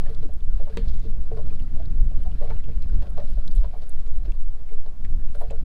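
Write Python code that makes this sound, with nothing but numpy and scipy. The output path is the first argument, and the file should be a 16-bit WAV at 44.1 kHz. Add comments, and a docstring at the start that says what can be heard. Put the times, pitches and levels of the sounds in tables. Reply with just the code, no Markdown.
"""Gusty wind buffets a microphone on a small metal boat drifting on a lake.
Its eddies press on the diaphragm as rumble and flutter. Wavelets strike the hull and excite the modes
of its plates; spray hisses, drops fall back, and ripples fizz with resonating bubbles over a far hiss.
Fishing tackle ticks, two faint squeaks slide down, something hard knocks on the deck and bounces,
and sleeve and line swish by friction."""
import sys
import numpy as np
from scipy import signal
from scipy.fft import rfft, irfft, next_fast_len
from scipy.io import wavfile
from scipy.ndimage import uniform_filter1d, map_coordinates

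SR = 44100
rng = np.random.default_rng(int(sys.argv[2]) if len(sys.argv) > 2 else 0)


def log_audio(samples):
    """Write samples as a 16-bit WAV file to the path given in sys.argv[1]."""
    # one column per channel
    frames = np.atleast_2d(samples).T
    # limit to full scale, then quantise
    limited = np.clip(frames, -1, 1)
    pcm = np.round(limited * 32767).astype(np.int16)
    wavfile.write(sys.argv[1], SR, pcm)


N = 248724
T = np.arange(N) / SR

# Strength of the wind. Each row: time in seconds, relative level in dB.
WIND_STRENGTH = [(0, -41), (0.45, -44.5), (0.66, -46), (0.88, -39), (1.6, -39.5), (2.0, -38), (2.6, -39.5),
                 (2.82, -42), (2.95, -37.0), (3.15, -44), (3.55, -40.5), (3.86, -53), (4.0, -47),
                 (4.3, -46.5), (4.63, -54.5), (4.92, -51), (5.17, -41), (5.33, -48), (5.64, -42)]
# Big eddies. Each row: peak time in seconds, half-width in seconds, rumble in dB, shed flutter in dB.
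GUSTS = [(0.549, 0.1, -22.5, -48.5), (0.862, 0.0725, -25, -35), (1.064, 0.059, -32, -42.5),
         (2.022, 0.034, -13.5, -34), (2.252, 0.0215, -18, -35), (2.747, 0.0406, -21.5, -33.5),
         (2.972, 0.0384, -15, -36), (3.358, 0.0267, -15, -48.5), (3.596, 0.0484, -13, -40),
         (4.256, 0.0686, -19, -51), (4.495, 0.054, -23.5, -61.5), (5.134, 0.086, -22.5, -40.5)]
# Spectra of the noises. Each row: frequency in Hz, relative spectral density in dB.
HEAVE_SPECTRUM = [(3, -6), (7, 2.5), (14, -6.5), (19, -10), (26, -21)]
RUMBLE_SPECTRUM = [(24, -8.5), (32, -5.5), (42, -12), (55, -10.5), (80, -26.5), (160, -64)]
GUST_SPECTRUM = [(22, -1), (32, 0), (42, -13), (55, -26.5), (80, -33)]
FLUTTER_SPECTRUM = [(35, -15), (55, 3), (75, -2), (110, -7.5), (170, -12.5), (250, -20), (400, -30.5),
                    (800, -49), (1600, -51)]
HISS_SPECTRUM = [(300, 19.5), (1000, 17), (3000, 7.5), (6000, 4.5), (10000, -0.5), (12500, -1),
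                 (16000, -5.5)]
RIPPLE_SPECTRUM = [(300, 0), (600, 17.5), (1000, -1.5), (1500, -2), (2500, -1.5), (4200, -1), (5000, -4),
                   (6300, -17), (10000, -10.5), (15000, -24)]
SPRAY_SPECTRUM = [(500, -17), (1000, 9.5), (1700, 5), (2600, 1), (4200, 3), (5500, -5), (7500, -16),
                  (10000, -17), (15000, -38.5)]
CRACK_SPECTRUM = [(700, -2), (1100, -1.5), (1700, 2), (2100, 1.5), (3200, 2.5), (4400, 1), (5200, -13),
                  (6700, -14.5), (8500, -15), (9600, -42), (15000, -45.5)]
# Strength of the ripples. Each row: time in seconds, relative level in dB.
RIPPLE_STRENGTH = [(0.05, -61), (0.34, -74), (0.6, -69.5), (0.87, -62.5), (1.15, -67), (1.41, -66),
                   (2.2, -68), (2.46, -63.5), (2.8, -67), (3.68, -64), (3.84, -66.5), (4.5, -73),
                   (5.6, -67)]
# Plate modes. Each row: frequency in Hz, relative level in dB, time to decay by 60 dB in seconds.
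HULL_MODES = [(244, -5, .1), (322, -12.5, 0.058), (449.88, 5.5, 0.124), (558.6, -5.5, 0.062),
              (577.4, -3, 0.134), (621.5, -1.5, 0.079), (660.1, -1, 0.0703), (725.2, .5, 0.091),
              (865.2, -7.5, 0.09), (964.3, -8.5, 0.054), (1081.5, -6.5, 0.066), (1135, -18.5, .05),
              (1442.3, -9, .06), (1718, -17, .05)]
DECK_MODES = [(193.8, -3.5, 0.335), (237.2, 1.5, 0.241), (284.4, -8, 0.098), (394, 2.5, 0.0755),
              (443.2, 1, 0.16), (552.7, -8.5, 0.155), (962, -4, 0.0312), (1170, -4.5, 0.0235),
              (2046, -1, 0.0167)]
# Wavelets on the hull. Each row: impact in seconds, level in dB, air pocket pitch in Hz, spray in dB.
SLAPS = [(.062, -45.5, 580, -60), (.096, -41, 434.4, -56), (.229, -42.5, 465, -57.5),
         (.293, -47, 640, -69.5), (.6, -42, 568, -81), (.671, -44, 622, -72.5), (.7, -43, 489, -57),
         (1.045, -45, 435, -72), (1.317, -34, 454, -70.5), (1.372, -35.5, 505.6, -56),
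         (1.393, -40.5, 578, -74), (1.515, -47, 432, -68), (1.765, -48, 703, -81.5), (1.8, -41, 620, -60),
         (2.114, -49, 562, -73.5), (2.26, -44.5, 708, -62.5), (2.414, -35, 537, -75.5),
         (2.426, -36.5, 624, -71), (2.439, -41, 542, -80), (2.476, -46, 620, -62),
         (2.502, -40.5, 476, -52.5), (2.688, -45, 501.4, -60), (3.024, -44.5, 730, -53),
         (3.07, -45, 563, -57.5), (3.177, -40, 658, -50.5), (3.183, -34.5, 627, -69),
         (3.2, -38.5, 609, -56), (3.219, -48.5, 625, -64), (3.374, -46, 617, -83), (3.643, -40.5, 652, -58),
         (3.739, -43, 768, -68.5), (3.756, -51.5, 469, -75), (3.822, -48.5, 595, -56),
         (4.067, -54.5, 481, -59), (4.255, -48.5, 594, -56.5), (4.28, -47.5, 345, -71),
         (4.715, -45.5, 449, -64), (4.862, -48, 661, -59), (5.351, -42.5, 551, -55),
         (5.412, -40, 729, -61.5), (5.418, -33.5, 720, -58.5), (5.433, -39, 612, -63),
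         (5.509, -36.5, 560, -53), (5.529, -42.5, 557, -64.5)]
# Loud bubbles, from deep glugs to small drops. Each row: start in seconds, level in dB, pitch in Hz.
LOUD_BUBBLES = [(.062, -50, 1784), (.2481, -36, 267.8), (.6764, -47.5, 886), (0.7237, -54, 1610),
                (1.0524, -40.5, 293), (1.3773, -49.5, 1024), (1.524, -51.5, 1178), (1.5944, -52.5, 2860),
                (2.3163, -53.5, 2905), (2.4745, -57, 2257), (2.5033, -49, 2240), (2.504, -40.5, 884.4),
                (2.6788, -43.5, 295), (2.895, -55, 1488), (3.066, -56.5, 1320), (3.118, -55.5, 869),
                (3.6443, -43.5, 993), (3.6558, -54.5, 680), (3.748, -47.5, 895), (4.2779, -41.5, 300),
                (4.689, -56, 2184), (5.3486, -48.5, 1376), (5.417, -56, 957), (5.5016, -49.5, 2577)]
# Contacts of the tackle. Each row: start in seconds, level in dB, pitch in Hz.
TACKLE_TICKS = [(0.1044, -61, 8500), (0.1478, -51, 3810), (.338, -51, 9940), (.406, -56, 3016),
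                (0.9965, -56, 6160), (1.8572, -51.5, 4150), (2.156, -60.5, 10200), (2.2361, -56.5, 9480),
                (2.503, -61, 5700), (2.6401, -52, 2730), (2.8223, -52.5, 4220), (3.1021, -54.5, 9850),
                (3.108, -61.5, 9900), (3.2877, -62.5, 9800), (3.3025, -55.5, 9600), (3.477, -42.5, 3820),
                (3.4768, -57.5, 8800), (3.5123, -50.5, 4030), (3.5503, -54, 9240), (3.552, -59, 13000),
                (3.5593, -51.5, 8900), (3.5613, -50.5, 3470), (3.5674, -55, 9300), (3.579, -62, 9000),
                (3.774, -58.5, 10960), (3.8941, -45, 8780), (4.078, -59, 7470), (4.3186, -49, 2794),
                (5.0482, -45.5, 1825), (5.058, -52.5, 1940), (5.122, -64.5, 7740), (5.508, -51, 7310)]
# Faint squeaks. Each row: peak time in seconds, level in dB.
SQUEAKS = [(.15, -67.5), (0.518, -65)]
# A knock on the deck and its bounce. Each row: start in seconds, thud in dB, crack in dB.
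KNOCKS = [(.772, -26.5, -34), (.7785, -40.5, -48)]
# Sleeve and line. Each row: peak time in seconds, half-width in seconds, level in dB, centre in Hz.
SWISHES = [(0.886, 0.0253, -59.5, 4050), (0.939, .04, -65, 3760), (1.032, 0.058, -64.5, 3900),
           (1.599, 0.0123, -64, 8100), (2.833, 0.015, -69.5, 9200), (3.328, 0.039, -65, 3800),
           (3.591, 0.0275, -70.5, 9340), (3.832, 0.0104, -61.5, 3900), (5.362, 0.027, -67.5, 9000),
           (5.414, 0.0248, -62, 10800)]


def undb(db):
    """Amplitude grows tenfold for every 20 dB."""
    return 10 ** (np.asarray(db) / 20)


def unit(x):
    """Division by the rms gives a signal of unit power."""
    return x / np.sqrt(np.mean(x ** 2))


def burst(x, db, size):
    """Short-time rms sets the level: the loudest stretch of size samples is brought to db."""
    return x * undb(db) / np.sqrt(uniform_filter1d(x ** 2, size, mode="constant").max())


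def curve(table):
    """Linear interpolation gives a value at every sample from rows of time and value."""
    return np.interp(T, *np.transpose(table))


def colour(x, spectrum):
    """Filtering multiplies spectra; the gain rolls off beyond the ends of the table."""
    hz, db = np.transpose(spectrum)
    size = next_fast_len(2 * len(x))
    f = np.maximum(np.fft.rfftfreq(size, 1 / SR), .1)
    gain = undb(np.interp(np.log(f), np.log(hz), db))
    rolloff = np.minimum(f / hz[0], 1) ** 2 * np.minimum(hz[-1] / f, 1) ** 4
    return irfft(rfft(x, size) * gain * rolloff, size)[:len(x)]


def resonate(x, hz, q):
    """A two-pole resonator passes a band of width hz / q."""
    return signal.lfilter(*signal.iirpeak(min(hz, .45 * SR), max(q, .6), fs=SR), x)


def soften(x, hz):
    """A slow contact carries little treble: a steep low-pass."""
    return signal.sosfilt(signal.butter(4, min(hz, .45 * SR), fs=SR, output="sos"), x)


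def decay(t, t60):
    """Damping lowers the amplitude exponentially, by 60 dB in t60 seconds."""
    return np.exp(-np.log(1000) * t / max(t60, 1e-3))


def wander(rate):
    """Smoothed random steps, rate of them a second, make a fluctuation of unit rms."""
    hold = int(SR / rate)
    steps = np.repeat(rng.standard_normal(N // hold + 1), hold)
    return unit(uniform_filter1d(uniform_filter1d(steps, hold), hold)[:N])


def steady(x, seconds):
    """Division by the running rms evens out the slow swells of a noise."""
    return x / np.sqrt(uniform_filter1d(x ** 2, int(seconds * SR)) + 1e-12)


def add(out, start, x):
    """Sounds superpose: x joins the mix at start seconds."""
    i = max(int(start * SR), 0)
    out[i:i + len(x)] += x[:max(N - i, 0)]


def wind():
    """Turbulent pressure pushes the diaphragm: the larger the eddy, the lower its frequency."""
    wind_db = curve(WIND_STRENGTH)
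    excess_db = wind_db + 42  # strength above the usual breeze
    gust_gain = shed_gain = 0
    for peak, half_s, push_db, shed_db in GUSTS:
        passage = np.exp(-((T - peak) / half_s) ** 2)
        gust_gain += passage * undb(push_db)
        shed_gain += passage * undb(shed_db)
    rumble_gain = undb(-33 + 0.405 * excess_db + 1.5 * wander(rate=14))
    flutter_gain = np.hypot(undb(wind_db + 4), shed_gain)
    heave = steady(colour(rng.standard_normal(N), HEAVE_SPECTRUM), seconds=0.49)
    pace = undb(0.25036 * excess_db)  # the pressure heaves more slowly in the lulls
    heave = map_coordinates(heave, [np.cumsum(pace)], order=3, mode="mirror")
    turbulence = rng.standard_normal(N)
    rumble = steady(colour(turbulence, RUMBLE_SPECTRUM), seconds=0.12)
    gust = steady(colour(turbulence, GUST_SPECTRUM), seconds=0.11)
    # Small eddies break off in puffs, by chance and at the peaks of the rumble.
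    puffs = unit(undb(2 * wander(rate=35) + 2.29 * np.abs(rumble)))
    flutter = steady(colour(rng.standard_normal(N), FLUTTER_SPECTRUM) * puffs, seconds=0.18)
    return heave * undb(-14.5) + rumble * rumble_gain + gust * gust_gain + flutter * flutter_gain


def far_hiss():
    """Stationary broadband noise, weaker toward the treble, is heard as a distant hiss."""
    return unit(colour(rng.standard_normal(N), HISS_SPECTRUM)) * undb(-65.5)


def bubble(hz, t60, rise):
    """A bubble is a damped oscillator; its pitch climbs by the fraction rise as it nears the surface."""
    t = np.arange(int(max(t60, .002) * SR)) / SR
    phase = 2 * np.pi * hz * (t + rise * t ** 2 / (2 * t[-1]))
    return np.sin(phase) * decay(t, t60)


def ripples(count=2400):
    """Many tiny bubble resonances sum to a fizz over a flickering wash; both swell in bunches."""
    fizz = np.zeros(N)
    for when, pitch, ring, faintness in rng.random((count, 4)):
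        hz = 1000 * 5.2 ** pitch
        cycles = 12 + 50 * ring
        gain = undb(-3.6 * np.log(faintness + 0.0041))  # a power law: few are loud
        add(fizz, when * N / SR, bubble(hz, t60=cycles / hz, rise=0.12) * gain)
    wash = rng.standard_normal(N) * undb(2.5 * wander(rate=40))
    water = colour(unit(wash) + undb(-4.5) * unit(fizz), RIPPLE_SPECTRUM)
    bunches = undb(1.5 * wander(rate=22.09))
    return unit(water * bunches) * undb(curve(RIPPLE_STRENGTH) + 5)


def plate_response(modes, t):
    """A plate's impulse response is a sum of damped modes, slightly different at each spot."""
    ring = np.zeros(len(t))
    for hz, db, t60 in modes:
        spot_db, detune = rng.standard_normal(2) * (0.98, 0.008)
        ring += undb(db + spot_db) * np.sin(2 * np.pi * hz * (1 + detune) * t) * decay(t, t60)
    return ring


def lapping():
    """Random forcing by small chop keeps the hull's modes murmuring, less where the water calms."""
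    chop = rng.standard_normal(N) * undb(3 * wander(rate=14) + 0.44 * curve(RIPPLE_STRENGTH))
    murmur = signal.fftconvolve(chop, plate_response(HULL_MODES, T[:SR // 4]))[:N]
    return unit(murmur) * undb(-63.5)


def slaps():
    """A wavelet's impact, tuned by the resonance of trapped air, drives the hull plates; spray hisses."""
    out, t = np.zeros(N), T[:SR // 4]
    lead_s, rise_s = .02, 0.00438  # water washes up the hull before it lands

    def wash(fall_s):
        """The flow grows exponentially until the impact, then decays."""
        return np.exp(-np.maximum((lead_s - t) / rise_s, (t - lead_s) / fall_s))

    for impact, db, pocket_hz, spray_db in SLAPS:
        fall_s = 0.01402 * 2 ** ((-42 - db) / 16)  # a slap 16 dB harder dies twice as fast
        push = 0.0517 * rng.standard_normal(len(t)) * wash(fall_s)
        push[int(lead_s * SR)] += 1  # the impact itself
        glug = resonate(push, pocket_hz, q=5.1) + 0.09 * push  # some push bypasses the air pocket
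        ring = signal.fftconvolve(glug, plate_response(HULL_MODES, t))[:len(t)]
        droplets = rng.standard_normal(len(t)) * undb(6 * rng.standard_normal(len(t)))
        spray = colour(droplets * wash(fall_s=0.00963), SPRAY_SPECTRUM)
        add(out, impact - lead_s, burst(ring, db, size=256) + burst(spray, spray_db, size=256))
    return out


def drop(db, hz):
    """A bubble resonates with a soft, noisy splat; smaller, higher bubbles are damped sooner."""
    t60 = 0.0747 * (1000 / hz) ** 0.442
    ring = bubble(hz, t60, rise=0.068)
    splat = resonate(rng.standard_normal(len(ring)) * decay(T[:len(ring)], t60), hz, q=4.1)
    return burst(soften(unit(ring) + unit(splat), 1.93 * hz), db, size=66)


def drops(per_slap=2):
    """Bubble resonance sounds in single loud glugs and in the drops that fall back after each slap."""
    out = np.zeros(N)
    latest_s, lowest_hz, octaves = 0.055, 900.4, 1.5
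    for start, db, hz in LOUD_BUBBLES:
        add(out, start, drop(db, hz))
    for impact, _, _, spray_db in SLAPS:
        for delay, pitch in rng.random((per_slap, 2)):
            hz = lowest_hz * 2 ** (octaves * pitch)
            add(out, impact + latest_s * delay, drop(spray_db - 4, hz))
    return out


def tackle_ticks(faint_count=5):
    """Tiny hard contacts excite a broad, bright resonance; a few faint ones come at random."""
    out, t = np.zeros(N), T[:2048]
    faint_db, faint_hz = -66.5, 8800
    faint = [(when * N / SR, faint_db, faint_hz * 2 ** (.5 * (pitch - .5)))
             for when, pitch in rng.random((faint_count, 2))]
    for start, db, hz in TACKLE_TICKS + faint:
        contact = rng.standard_normal(len(t)) * decay(t, t60=0.0214 * (2000 / hz) ** 0.373)
        ring = resonate(resonate(contact, hz, q=3.35), hz, q=3.35)
        click = undb(-22) * soften(contact, 2.69 * hz)
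        add(out, start, burst(ring + click, db, size=66))
    return out


def squeaks(centre_hz=1400, octaves_per_s=-8, half_s=0.04):
    """A thin tone glides down in frequency as it swells and fades under a Gaussian envelope."""
    out, t = np.zeros(N), T[:SR // 5] - .1
    phase = 2 * np.pi * np.cumsum(centre_hz * 2 ** (octaves_per_s * t)) / SR
    tone = np.sin(phase) * np.exp(-(t / half_s) ** 2)
    for peak, db in SQUEAKS:
        add(out, peak + t[0], burst(tone, db, size=256))
    return out


def deck_knocks():
    """A hard impact gives a broadband crack, and the deck booms on in its free modes."""
    out, t = np.zeros(N), T[:SR // 4]
    for start, thud_db, crack_db in KNOCKS:
        envelope = decay(t, t60=0.0105) + 0.114 * decay(t, t60=0.17)
        crack = colour(rng.standard_normal(len(t)) * envelope, CRACK_SPECTRUM)
        thud = soften(plate_response(DECK_MODES, t), hz=2170)  # contact time limits the treble
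        add(out, start, burst(thud, thud_db, size=256) + burst(crack, crack_db, size=66))
    return out


def swishes():
    """Sliding friction of sleeve and line makes brief strokes of grainy, band-limited noise."""
    out = np.zeros(N)
    for peak, half_s, db, hz in SWISHES:
        fibres = rng.standard_normal(N) * undb(4.5 * wander(rate=500))
        rub = resonate(resonate(fibres, hz, q=1.7), hz, q=1.7)
        out += unit(rub) * undb(db) * np.exp(-((T - peak) / half_s) ** 2)
    return out


def scene():
    """The pressures of wind, water, boat and tackle superpose in one channel."""
    hiss = far_hiss()
    water = ripples() + slaps() + lapping() + drops()
    return (wind() + hiss + water + deck_knocks() + tackle_ticks() + swishes() + squeaks())[None]


def record(dry, top_hz=15800, fade_s=.015):
    """A steep low-pass limits the bandwidth, and a brief fade closes the sound."""
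    lowpass = signal.ellip(10, .1, 80, top_hz, fs=SR, output="sos")
    closing = np.sin(np.pi / 2 * np.minimum((T[-1] - T) / fade_s, 1)) ** 2
    return signal.sosfilt(lowpass, dry) * closing


dry = scene()
out = record(dry)
log_audio(out)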